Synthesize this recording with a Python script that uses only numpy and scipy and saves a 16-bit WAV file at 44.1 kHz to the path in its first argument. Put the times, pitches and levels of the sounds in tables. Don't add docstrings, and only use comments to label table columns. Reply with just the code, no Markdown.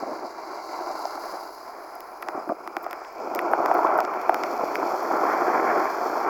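import sys
import numpy as np
from scipy import signal
from scipy.fft import rfft, irfft, next_fast_len
from scipy.io import wavfile

SR = 44100
rng = np.random.default_rng(int(sys.argv[2]) if len(sys.argv) > 2 else 0)


def attenuation_scalar(level_db):
    decades = np.asarray(level_db, float) / 20
    return 10 ** decades


def waveform_to_disk(signal):
    frames = np.transpose(np.atleast_2d(signal))
    scaled = np.clip(frames, -1, 1) * 32767
    samples = np.round(scaled).astype(np.int16)
    wavfile.write(sys.argv[1], SR, samples)


N = 277389


def rms_one(x):
    return x / np.sqrt(np.mean(x ** 2) + 1e-20)


def in_time(rows):
    t_s, *columns = np.transpose(rows)
    return [np.interp(np.arange(N) / SR, t_s, column) for column in columns]


def butter(order, hz, kind, x):
    return signal.sosfilt(signal.butter(order, hz, kind, fs=SR, output="sos"), x)


def drift(rate_hz):
    r = np.exp(-2 * np.pi * rate_hz / SR)
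    noise = rng.standard_normal(N + SR)
    return rms_one(signal.lfilter([1], [1, -2 * r, r * r], noise)[SR:])


def coloured(x, spectrum):
    size = 2 * next_fast_len(N // 2 + 1)
    hz = np.fft.rfftfreq(size, 1 / SR) + 0.00086
    point_hz, point_db = np.transpose(spectrum)
    gain = attenuation_scalar(np.interp(np.log(hz), np.log(point_hz), point_db, -100, -100))
    cepstrum = irfft(np.log(gain), size)
    cepstrum[1:size // 2] *= 2
    cepstrum[size // 2 + 1:] = 0
    response = np.exp(rfft(cepstrum))
    return rms_one(irfft(rfft(x, size) * response, size)[:N])


def ring(clicks, hz, t60_s):
    r, w = attenuation_scalar(-60 / (t60_s * SR)), 2 * np.pi * hz / SR
    return signal.lfilter([0, np.sin(w)], [1, -2 * r * np.cos(w), r * r], clicks + 1e-18)


def eddies(slow_db, fast_db):
    return rng.standard_normal(N) * attenuation_scalar(slow_db * drift(11.4) + fast_db * drift(71.0))


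# [t/s, level/dB]
GUSTS = [(0.0, -37), (0.18, -36.5), (0.32, -40.5), (0.39, -36), (0.45, -40), (0.55, -35), (0.62, -38.5),
         (0.78, -33), (0.92, -32.5), (1.25, -33.5), (1.36, -36), (1.52, -39.5), (2.2, -40.5), (2.35, -35),
         (2.47, -40), (2.56, -42), (2.62, -39.5), (2.72, -39), (2.9, -36.5), (3.1, -41), (3.145, -41),
         (3.16, -35.5), (3.5, -24.5), (3.85, -21.5), (3.97, -21.5), (4.07, -29), (4.4, -28.5), (4.55, -28),
         (4.7, -26.5), (4.93, -26.5), (5.04, -28.5), (5.13, -23), (5.24, -22.5), (5.34, -24), (5.78, -23),
         (5.9, -27.5), (6.16, -27), (6.28, -23.5)]


def gusts():
    return in_time(GUSTS)[0]


# [f/Hz, relative density/dB]
BUFFET_LIGHT = [(53, -85), (90, -68), (162, -37.5), (242, -23.5), (336, -0.5), (483, -11), (636, 1.5),
                (986, 1), (1220, -15), (1330, -3), (1800, -24.5), (2340, -67)]
BUFFET_HARD = [(53, -82), (90, -39.5), (203, -16), (340, -1.5), (376, 0.5), (437, -2), (540, -3),
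               (730, 3.5), (950, -3), (1370, -1.5), (1800, -54.5), (2340, -78)]
# [f/Hz, relative density/dB]
EDGE_WHISTLE = [(1030, 15), (1750, -18.5), (1900, -16), (2020, 0.5), (2310, -5), (2600, -22), (3380, -23.5),
                (5720, -120)], [(940, 4), (1600, 6), (2160, -5), (2340, -0.5), (2460, -8.5), (2800, -30),
                (3640, -39), (6160, -120)]
# [t/s, gust hardness 0-1, whistle re gust/dB, body share/dB, lid share/dB]
ANGLE = [(0, 0.36, -7.5, 6.5, 0), (.5, 0.13, -6.5, 4, -0.097), (1.0, 0.12, -10.5, -1, 0.02),
         (1.5, 0.29, -10, -0.5, 0.93), (2.1, 0.49, -9.5, -1, 0.11), (2.7, 0.85, -18, 1, 0.51),
         (3.1, 0.71, -8, -5, 1), (3.22, 0.69, -18.5, 2.5, -1.5), (3.5, 0.34, -20, 1.5, -2.4),
         (3.9, 0.68, -14.5, -3, 0.43), (4.5, 0.8, -14, 2.5, 0.57), (4.85, 0.59, -15.5, 2.5, -1.1),
         (5.3, 0.71, -10, 1, 1), (5.7, 0.75, -7.5, 3.5, 1), (6.29, 0.64, -12.5, 0.5, 1)]
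BODY_BELOW_HZ, LID_ABOVE_HZ = 520, 950


def buffet(gust_db):
    hardness, edge_db, body_db, lid_db = in_time(ANGLE)
    level_db = gust_db + 0.17 * drift(2.4)
    whistle_db = gust_db + edge_db + 1.2 * drift(4.0)
    pops = (rng.random(N) < 60 / SR) * rng.choice([-1, 1], N) * attenuation_scalar(21 + 2.1 * rng.standard_normal(N))
    lumps = eddies(1.36, 2.13) + 0.31 * rng.standard_normal(N) + pops
    light, hard = np.sqrt(1 - hardness), np.sqrt(hardness)
    hard_lumps = lumps[::-1]
    shake = light * coloured(lumps, BUFFET_LIGHT) + hard * coloured(hard_lumps, BUFFET_HARD)
    whistle = light * coloured(lumps, EDGE_WHISTLE[0]) + hard * coloured(hard_lumps, EDGE_WHISTLE[1])
    body = signal.sosfiltfilt(signal.butter(2, BODY_BELOW_HZ, fs=SR, output="sos"), shake)
    lid = signal.sosfiltfilt(signal.butter(2, LID_ABOVE_HZ, "high", fs=SR, output="sos"), shake)
    hollow = shake - body - lid
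    shaken_case = attenuation_scalar(body_db) * body + hollow + attenuation_scalar(lid_db) * lid
    return attenuation_scalar(level_db) * shaken_case + attenuation_scalar(whistle_db) * whistle


# [t/s, level/dB]
EDGE_TONE = [(1.5, -82), (2.1, -65), (2.6, -59.5), (3.1, -60), (3.45, -49.5), (4.0, -51), (4.8, -49),
             (5.5, -62), (6.29, -50)]
TONE_HZ, TONE_T60_S = 2304, 0.005


def edge_tone():
    once = ring(eddies(1.1, 1.4), TONE_HZ, TONE_T60_S)
    tone = rms_one(ring(once, TONE_HZ, TONE_T60_S))
    return attenuation_scalar(in_time(EDGE_TONE)[0]) * tone


# [f/Hz, level/dB, t60/s]
CASE_MODES = [
    [(362.4, -12, 0.049)],
    [(752, -5, 0.0084)],
    [(1238, 4, 0.0059)],
    [(1940, -6.5, 0.011), (2270, 0.5, 0.0054), (3280, -2.5, 0.0021)],
    [(5100, 5, 0.0037), (7000, 2.5, 0.0023)],
]
# [t/s, level/dB, struck spot/octaves above hollow mode, fall-off/dB per octave]
KNOCKS = [(1.0532, -13.5, .01, 26), (1.0543, -16, 2.8, 29), (2.0057, -29, 2.8, 6),
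          (2.2249, -26.5, 1.1, 2.5), (2.228, -19.5, 1.03, 11), (2.286, -15.5, 0.52, 4),
          (2.4915, -16.5, 0.34, 18), (2.6754, -22.5, 0.35, 4), (2.7673, -13.5, 0.27, 4),
          (2.8438, -30, 3.3, 3), (2.864, -17, .05, 12.5), (2.9104, -23, 2.26, 11), (2.9298, -20, 1.1, 5.5),
          (3.048, -27.5, 1.9, 9), (3.3492, -18, 3.6, 4), (3.3597, -23, 3.4, 6), (3.3909, -8.5, 1.26, 13),
          (3.5345, -2, 0.32, 15.5), (3.6592, -8, .01, 9.5), (3.6598, -17, 2.85, 16),
          (3.7134, -5.5, .01, 12.5), (3.7502, -6, .01, 13.5), (3.871, -27, 1.2, 3), (3.987, -4, 0.0092, 17),
          (3.988, -25, 3.3, 5), (4.0042, -20, 3.6, 1), (4.05, -23.5, 4.6, 0.5), (4.1392, -20, 0.99, 14),
          (4.216, -31, 2.7, 5), (4.294, 0, 0.18, 12.5), (4.3441, -17.5, 1.3, 0.5), (4.436, -16.5, 2.6, 2),
          (4.755, -3.5, 1.22, 26), (4.7559, -20, 2.8, 22)]
BELOW_STEEPER = 1.1
REBOUND_SHARE, REBOUND_SOFT_HZ = 0.81, 1700


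def knocks():
    t_s, level_db, spot, falloff_db = np.transpose(KNOCKS)
    modes = sum(CASE_MODES, [])
    hollow_hz = CASE_MODES[1][0][0]
    count, out = len(t_s), np.zeros(N)
    at = (t_s * SR).astype(int)
    delay_s = 0.001256 + 0.00012 * np.clip(rng.standard_normal(count), -2, 2)
    rebound = at + (SR * delay_s).astype(int)
    for k, (hz, mode_db, t60_s) in enumerate(modes):
        away = np.log2(hz / hollow_hz) - spot
        near_db = level_db - falloff_db * np.where(away < 0, -BELOW_STEEPER * away, away)
        clicks = np.zeros(N)
        sign = -(-1) ** k
        clicks[at] = sign * attenuation_scalar(near_db + mode_db + 1.2 * rng.standard_normal(count))
        rebound_gain = REBOUND_SHARE * (1 + 0.15 * rng.standard_normal(count)) / (1 + (hz / REBOUND_SOFT_HZ) ** 2)
        clicks[rebound] += clicks[at] * rebound_gain
        contact = butter(2, [hz / 1.3, hz * 1.296], "band", clicks + 1e-18)
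        out += ring(contact * SR / hz / 27.6, hz, t60_s)
    return butter(4, 260, "high", out)


# [t/s, hollow level/dB, body level/dB, lid level/dB, length/s]
SLAPS = [(0.025, -23, -29, -33, 0.0028), (0.032, -19.5, -36, -29, 0.0068), (0.061, -22, -30, -40, 0.055),
         (0.103, -27, -28, -36, 0.059), (0.233, -25.5, -33, -33, 0.033), (0.885, -28, -46, -35, 0.031),
         (0.902, -26, -54, -32, 0.014), (1.155, -31, -47, -26.5, 0.007), (1.32, -30.5, -36, -38, 0.044),
         (2.346, -22.5, -32, -28, 0.008), (2.371, -23, -32.5, -33, 0.02), (2.468, -28, -28.5, -40, 0.01),
         (2.4935, -20, -27, -25, 0.0048), (2.499, -20, -28, -26, 0.0032), (2.507, -21.5, -35, -33, 0.0094),
         (2.517, -14.5, -28, -28, 0.0062), (3.591, -13.5, -38, -28, 0.025),
         (3.845, -18, -23, -12.5, 0.0072), (4.634, -13, -44, -29, 0.007), (4.827, -25, -33, -17.5, 0.0058),
         (5.232, -20, -27, -13.5, 0.014), (5.757, -18, -30, -34, 0.027)]
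PRESSED = 0.91
SLAP_SAMPLES = 2048


def slaps():
    out = np.zeros(N)
    t_s = np.arange(SLAP_SAMPLES) / SR
    for start_s, hollow_db, body_db, lid_db, length_s in SLAPS:
        swell = np.sin(np.pi * np.sqrt(np.clip(t_s / length_s, 0, 1)))
        at = int(start_s * SR)
        for level_db, [(hz, _, t60_s)] in zip((body_db, hollow_db, lid_db), CASE_MODES):
            push = swell * rng.standard_normal(SLAP_SAMPLES)
            rung = ring(ring(push, PRESSED * hz, t60_s), PRESSED * hz, 0.0098)
            out[at:at + SLAP_SAMPLES] += attenuation_scalar(level_db) * rung / np.abs(rung).max()
    return butter(3, [210, 1900], "band", out)


# [t/s, level/dB, f/Hz]
TICKS = [(0.9921, -31, 10800), (1.954, -31, 12000), (2.0053, -27, 15300), (2.2202, -36, 11500),
         (2.2255, -27, 12200), (2.2858, -34, 11100), (2.4908, -36, 15700), (2.6755, -33.5, 11300),
         (2.7674, -30, 14500), (2.7834, -43, 14000), (2.829, -32, 14500), (2.8362, -34, 13000),
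         (2.8441, -40, 15200), (2.8645, -35, 15000), (2.9105, -26, 11700), (2.9298, -28, 13500),
         (3.1268, -40, 16000), (3.35, -21, 13100), (3.3594, -27, 12500), (3.3909, -26, 11800),
         (3.4176, -33, 12100), (3.5146, -32, 13000), (3.5306, -31, 12400), (3.659, -25.5, 13000),
         (3.7429, -27, 13800), (3.978, -27, 12300), (3.9878, -35, 13500), (4.0034, -26, 12500),
         (4.1385, -33, 15800), (4.2158, -35, 14000), (4.2943, -27, 14300), (4.3441, -24, 14600),
         (4.4361, -36, 14500), (4.751, -30, 12200), (4.7557, -32, 12000), (5.03, -27, 12500)]
TICK_T60_S, TICK_ROUGH, TICK_SAMPLES = 0.0013, 0.46, 128


def ticks():
    out = np.zeros(N)
    fade = attenuation_scalar(-60 * np.arange(TICK_SAMPLES) / SR / (2 * TICK_T60_S))
    click = np.arange(TICK_SAMPLES) == 0
    for t_s, level_db, hz in TICKS:
        roughness = TICK_ROUGH * rng.standard_normal(TICK_SAMPLES) * fade
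        snap = ring(roughness + click, hz, TICK_T60_S)
        at = int(t_s * SR)
        out[at:at + TICK_SAMPLES] += attenuation_scalar(level_db) * snap / np.abs(snap).max()
    return butter(3, 8500, "high", out)


# [t/s, level/dB]
SPRAY = [(0.0, -51.5), (0.4, -54), (0.7, -50), (1.03, -48), (1.3, -49), (1.58, -54.5), (1.91, -58),
         (2.31, -58), (2.57, -60.5), (3.19, -57), (3.84, -53), (4.01, -58), (4.52, -51.5), (5.04, -49),
         (6.18, -49), (6.29, -54.5)]
# [t/s, level re spray/dB]
MIST = [(0, -11.5), (.9, -10.5), (1.25, -6), (2.15, -4), (3.2, -10), (3.8, -6), (6.29, -7)]
# [f/Hz, relative density/dB]
SPRAY_BEHIND = [(1470, -46), (2500, -33), (2730, -9.5), (2990, -32), (3490, -27), (3960, -6), (4800, 1.5),
                (5470, -7), (5940, -7.5), (7600, -14.5), (8700, -30), (11300, -57)], [(5120, -43),
                (8700, -41), (9790, -4.5), (10400, -2.5), (12600, -6), (15900, -6.5), (17000, -3)]
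SPRAY_FRONT = [(1530, -39), (2600, -2), (2780, -25), (3090, -3.5), (3590, -5.5), (3840, -12.5), (4290, 4),
               (5520, 5.5), (6360, -1), (7000, -1), (8700, -16.5), (11300, -50)], [(5120, -45), (8700, -16),
               (10400, -12), (11200, -6.5), (12000, -1), (13000, -7.5), (14100, -3.5), (15400, -13),
               (17000, -7)]
# [f/Hz, relative density/dB]
SPRAY_ABOVE = [(2500, -42), (2750, -18), (3300, -15), (3800, -23), (4400, -16), (5000, 5), (5600, -7.5),
               (7300, -11), (8700, -21.5), (11300, -55)]
TURN_START_S, TURN_END_S = 2.6, 3.3
TILT_START_S, TILT_FULL_S, TILT_END_S = 0.87, 2.8, 3.6


def spray():
    (level_db,), (mist_db,) = in_time(SPRAY), in_time(MIST)
    t_s = np.arange(N) / SR
    front = np.clip((t_s - TURN_START_S) / (TURN_END_S - TURN_START_S), 0, 1)
    tilt = np.interp(t_s, [TILT_START_S, TILT_FULL_S, TILT_END_S], [0, 0.85, 0])
    drops = (rng.random(N) < 150 / SR) * attenuation_scalar(13 + 3.5 * np.minimum(rng.exponential(1, N), 3))
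    out = attenuation_scalar(level_db) * np.sqrt(tilt) * coloured(eddies(2.5, 1.2), SPRAY_ABOVE)
    coarse_gain, fine_gain = attenuation_scalar(level_db) * np.sqrt(1 - tilt), attenuation_scalar(level_db + mist_db)
    for share, (coarse, fine) in ((1 - front, SPRAY_BEHIND), (front, SPRAY_FRONT)):
        hiss = eddies(0.78, 0.89) + drops * rng.choice([-1, 1], N)
        out = out + np.sqrt(share) * (coarse_gain * coloured(hiss, coarse) + fine_gain * coloured(hiss, fine))
    return out


RUMBLE_DB, RUMBLE_FOLLOWS = -65.5, 0.28
WHINE_HZ, WHINE_DB = 15734.4, -79


def electronics(gust_db):
    rumble = rms_one(butter(1, [14, 45], "band", rng.standard_normal(N)))
    whine = np.sqrt(2) * np.sin(2 * np.pi * WHINE_HZ * np.arange(N) / SR)
    rumble_db = RUMBLE_DB + RUMBLE_FOLLOWS * (gust_db + 17.5)
    return attenuation_scalar(rumble_db) * rumble + attenuation_scalar(WHINE_DB) * whine


def scene():
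    gust_db = gusts()
    wind = buffet(gust_db) + edge_tone()
    case = knocks() + slaps() + ticks()
    return (wind + case + spray() + electronics(gust_db))[None, :]


def top_cut(x):
    return signal.sosfilt(signal.butter(12, 18400, fs=SR, output="sos"), x)


def record(dry):
    cut = signal.cheby2(10, 20, 17400, fs=SR, output="sos")
    mix = signal.sosfilt(cut, dry)
    return top_cut(mix)


dry = scene()
out = record(dry)
waveform_to_disk(out)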